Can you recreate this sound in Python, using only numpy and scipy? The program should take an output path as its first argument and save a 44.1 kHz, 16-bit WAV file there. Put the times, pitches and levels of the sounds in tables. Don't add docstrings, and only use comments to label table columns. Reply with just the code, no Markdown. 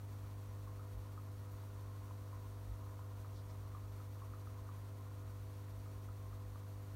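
import sys
import numpy as np
from scipy import signal
from scipy.fft import rfft, irfft
from scipy.io import wavfile

SR = 44100
rng = np.random.default_rng(int(sys.argv[2]) if len(sys.argv) > 2 else 0)


def bounce(signal):
    frames = np.transpose(np.atleast_2d(signal))
    limited = np.clip(frames, -1, 1)
    pcm = np.round(limited * 32767).astype(np.int16)
    wavfile.write(sys.argv[1], SR, pcm)


N = 306555
T = np.arange(N) / SR
FREQS = np.arange(N // 2 + 1) * SR / N + 1e-3

# (multiple of the stroke rate, relative level [dB])
HUM_TONES = [(1, -16.5), (2, 2), (3, -17), (4, -35), (5, -19), (6, -18.5), (7, -36.5), (8, -21.5), (9, -52),
             (10, -18.5), (11, -29.5), (12, -35.5), (13, -24.5), (14, -29.5), (15, -33.5), (16, -33),
             (17, -33), (18, -31)]
# (pitch [Hz], width [Hz], gain [dB])
CASE_RESONANCES = [(1051, 43, 11), (1510, 44, -9), (1644, 100, -11)]
# (pitch [Hz], level [dB])
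MOTOR_TONES = [(116.5, -85), (127.7, -77.5), (383, -82.5), (641, -79.5), (680, -99)]
# (time [s], relative level [dB])
BUBBLING_STRENGTH = [(0, -73), (3.1, -72), (4.7, -72.5), (5.6, -74.5), (6.3, -73), (6.95, -74.5)]
# (pitch [Hz], width [Hz], gain [dB])
LID_RESONANCES = [(985, 49, 3.5), (1040, 46, 0), (1133, 90, -4), (1252, 51, -4), (1401, 150, -3.5),
                  (1843, 140, -1)]
# (frequency [Hz], level [dB per Hz])
RUMBLE_SPECTRUM = [(18, -108), (29, -97), (42, -85), (54, -71), (65, -76.5), (92, -81), (112, -89),
                   (200, -115), (600, -150)]
# (frequency [Hz], level [dB per Hz])
AIR_SPECTRUM = [(20, -115), (110, -90.5), (170, -95), (212, -91), (330, -96.5), (690, -99), (790, -103.5),
                (1600, -112), (4000, -135)]
# (frequency [Hz], level [dB per Hz])
HISS_SPECTRUM = [(900, -106), (1900, -106), (3000, -110.2), (4550, -109), (4900, -113.5), (5800, -110.3),
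                 (7100, -112.3), (7700, -114.7), (8300, -112.3), (9600, -112), (10400, -115.7),
                 (11600, -112.3), (13200, -111.6), (15800, -114)]
# (pitch [Hz], width [Hz], level [dB])
WHINE_BANDS = [(5770, 14, -94), (11400, 110, -87.5), (14100, 220, -99)]
# (time [s], relative peak level [dB], pitch [Hz])
LARGE_BUBBLES = [(0.674, -51, 1080), (0.794, -53, 1250), (1.1765, -49.5, 1240), (1.6355, -53, 991),
                 (2.1086, -50, 1000), (2.3297, -53, 1010), (2.9918, -49.5, 1020), (3.246, -51, 1240),
                 (3.7486, -47, 1190), (4.0013, -54.5, 1250), (4.2195, -48.5, 1100), (4.3361, -49.5, 1230),
                 (4.471, -51, 1230), (4.6895, -49, 1150), (5.859, -56, 1240), (6.0868, -51.5, 1250),
                 (6.328, -53, 1220), (6.5575, -52.5, 1180)]
# (time [s], peak level [dB])
LOW_BUMPS = [(0.974, -43), (2.715, -43.5)]
# (time [s], length [s], centre [Hz], width [Hz], level [dB])
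SOFT_FIZZES = [(1.521, .008, 13800, 3500, -66), (1.534, .005, 13800, 3500, -70),
               (3.377, 0.065, 4500, 3170, -68.5), (3.505, .03, 5200, 3000, -71.5)]


def gain(db):
    return 10 ** (np.asarray(db) / 20)


def set_level(x, db):
    return x * gain(db) / np.sqrt(np.mean(x ** 2))


def wander(rate_hz):
    return set_level(irfft(rfft(rng.standard_normal(N)) * np.exp(-(FREQS / rate_hz) ** 2), N), 0)


def resonate(x, hz, width):
    return irfft(rfft(x) / (1 + 1j * (FREQS ** 2 - hz ** 2) / (FREQS * width)), N)


def ring(x, resonances):
    return sum(gain(db) * resonate(x, hz, width) for hz, width, db in resonances)


def noise_band(hz, width):
    return set_level(resonate(resonate(rng.standard_normal(N), hz, width), hz, width), 0)


def shaped_noise(spectrum):
    hz, db = np.transpose(spectrum)
    shape = gain(np.interp(np.log(FREQS), np.log(hz), db)) * np.sqrt(SR / 2)
    return irfft(rfft(rng.standard_normal(N)) * shape, N)


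def swell(peak_s, length_s):
    return np.exp(-np.minimum((2 * (T - peak_s) / length_s) ** 2, 20))


def add(out, start_s, x):
    start = int(np.clip(start_s * SR, 0, N - 1))
    out[start:start + len(x)] += x[:N - start]


def pump_hum(strokes, waver=0.01, upper_waver=0.11):
    out = 0
    for multiple, db in HUM_TONES:
        depth = waver + upper_waver * min(abs(multiple - 2) / 10, 1)
        loudness = gain(db) * (1 + depth * wander(3.7))
        out = out + loudness * np.sin(2 * np.pi * (multiple * strokes + rng.random()))
    return set_level(out, db=-48)


def pump_valves(strokes, outlet_db=-4, open_share=0.12):
    inlet = np.exp(-(strokes % 1) / open_share)
    outlet = gain(outlet_db) * np.exp(-((strokes + .6) % 1) / open_share)
    opening = inlet + outlet
    flaps = set_level(np.maximum(np.diff(opening, prepend=opening[0]), 0), db=0)
    puffs = set_level(opening * rng.standard_normal(N), db=3)
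    return set_level(ring(flaps + puffs, CASE_RESONANCES), db=-75)


def small_motor(waver_cycles=0.32):
    return sum(gain(db) * np.sqrt(2) * np.sin(2 * np.pi * (hz * T + waver_cycles * wander(1.63)))
               for hz, db in MOTOR_TONES)


def bubble(hz, fade_s, rise_s, glide):
    t = T[:int(fade_s * SR) + 2]
    loudness = (1 - np.exp(-(t / rise_s) ** 2)) * gain(-60 * t / fade_s)
    return loudness / loudness.max() * np.sin(2 * np.pi * hz * t * (1 + glide * t / fade_s))


def simmer(count, centre_hz, spread, scatter_db, cycles, db):
    out = np.zeros(N)
    for when, smallness, strength in rng.random((count, 3)):
        hz = centre_hz * (smallness / (1 - smallness) + 0.0014) ** spread
        ping = bubble(hz, fade_s=cycles / hz, rise_s=1 / hz, glide=0.068)
        add(out, when * N / SR, gain(scatter_db * strength) * ping)
    return set_level(out, db)


def water_surface(surge_db=0.8, surge_hz=6.2):
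    flow_db = np.interp(T, *np.transpose(BUBBLING_STRENGTH)) + surge_db * wander(surge_hz)
    gurgle = simmer(count=6000, centre_hz=1197, spread=0.083, scatter_db=2.5, cycles=16, db=0)
    spray = simmer(count=2500, centre_hz=1950, spread=0.13, scatter_db=18, cycles=14, db=-15)
    ringing_gurgle = set_level(ring(gurgle, LID_RESONANCES), db=4)
    return (ringing_gurgle + spray) * gain(flow_db)


def tank_echoes(x, lid_fade_s=0.13, lid_db=-9, room_fade_s=0.31, room_db=-11):
    t = T[:SR // 2]
    out = x
    for fade_s, db in ((lid_fade_s, lid_db), (room_fade_s, room_db)):
        echoes = rng.standard_normal(len(t)) * gain(-60 * t / fade_s) * (t > .006)
        out = out + gain(db) * signal.fftconvolve(x, echoes / np.linalg.norm(echoes))[:N]
    return out


def room_background(flicker_db=0.72):
    hiss = shaped_noise(HISS_SPECTRUM) * gain(flicker_db * wander(23))
    whine = sum(gain(db) * noise_band(hz, width) for hz, width, db in WHINE_BANDS)
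    return shaped_noise(RUMBLE_SPECTRUM) + shaped_noise(AIR_SPECTRUM) + hiss + whine


def plips(boost_db=1.0):
    out = np.zeros(N)
    for start_s, db, hz in LARGE_BUBBLES:
        add(out, start_s, gain(db + boost_db) * bubble(hz, fade_s=0.032, rise_s=0.00068, glide=0.02))
    return out


def bumps(length_s=0.069, hz=53):
    return sum(gain(db) * swell(peak_s, length_s) * np.cos(2 * np.pi * hz * (T - peak_s))
               for peak_s, db in LOW_BUMPS)


def fizzes():
    return sum(gain(db) * swell(peak_s, length_s) * noise_band(hz, width)
               for peak_s, length_s, hz, width, db in SOFT_FIZZES)


def scene(stroke_hz=49.958):
    strokes = stroke_hz * T + 0.0048 * wander(3.5)
    machines = pump_hum(strokes) + pump_valves(strokes) + small_motor()
    water = tank_echoes(water_surface() + plips())
    return (machines + water + room_background() + bumps() + fizzes())[None]


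def record(dry, top_hz=15780):
    return signal.sosfilt(signal.ellip(12, .1, 80, top_hz, fs=SR, output="sos"), dry)


dry = scene()
out = record(dry)
bounce(out)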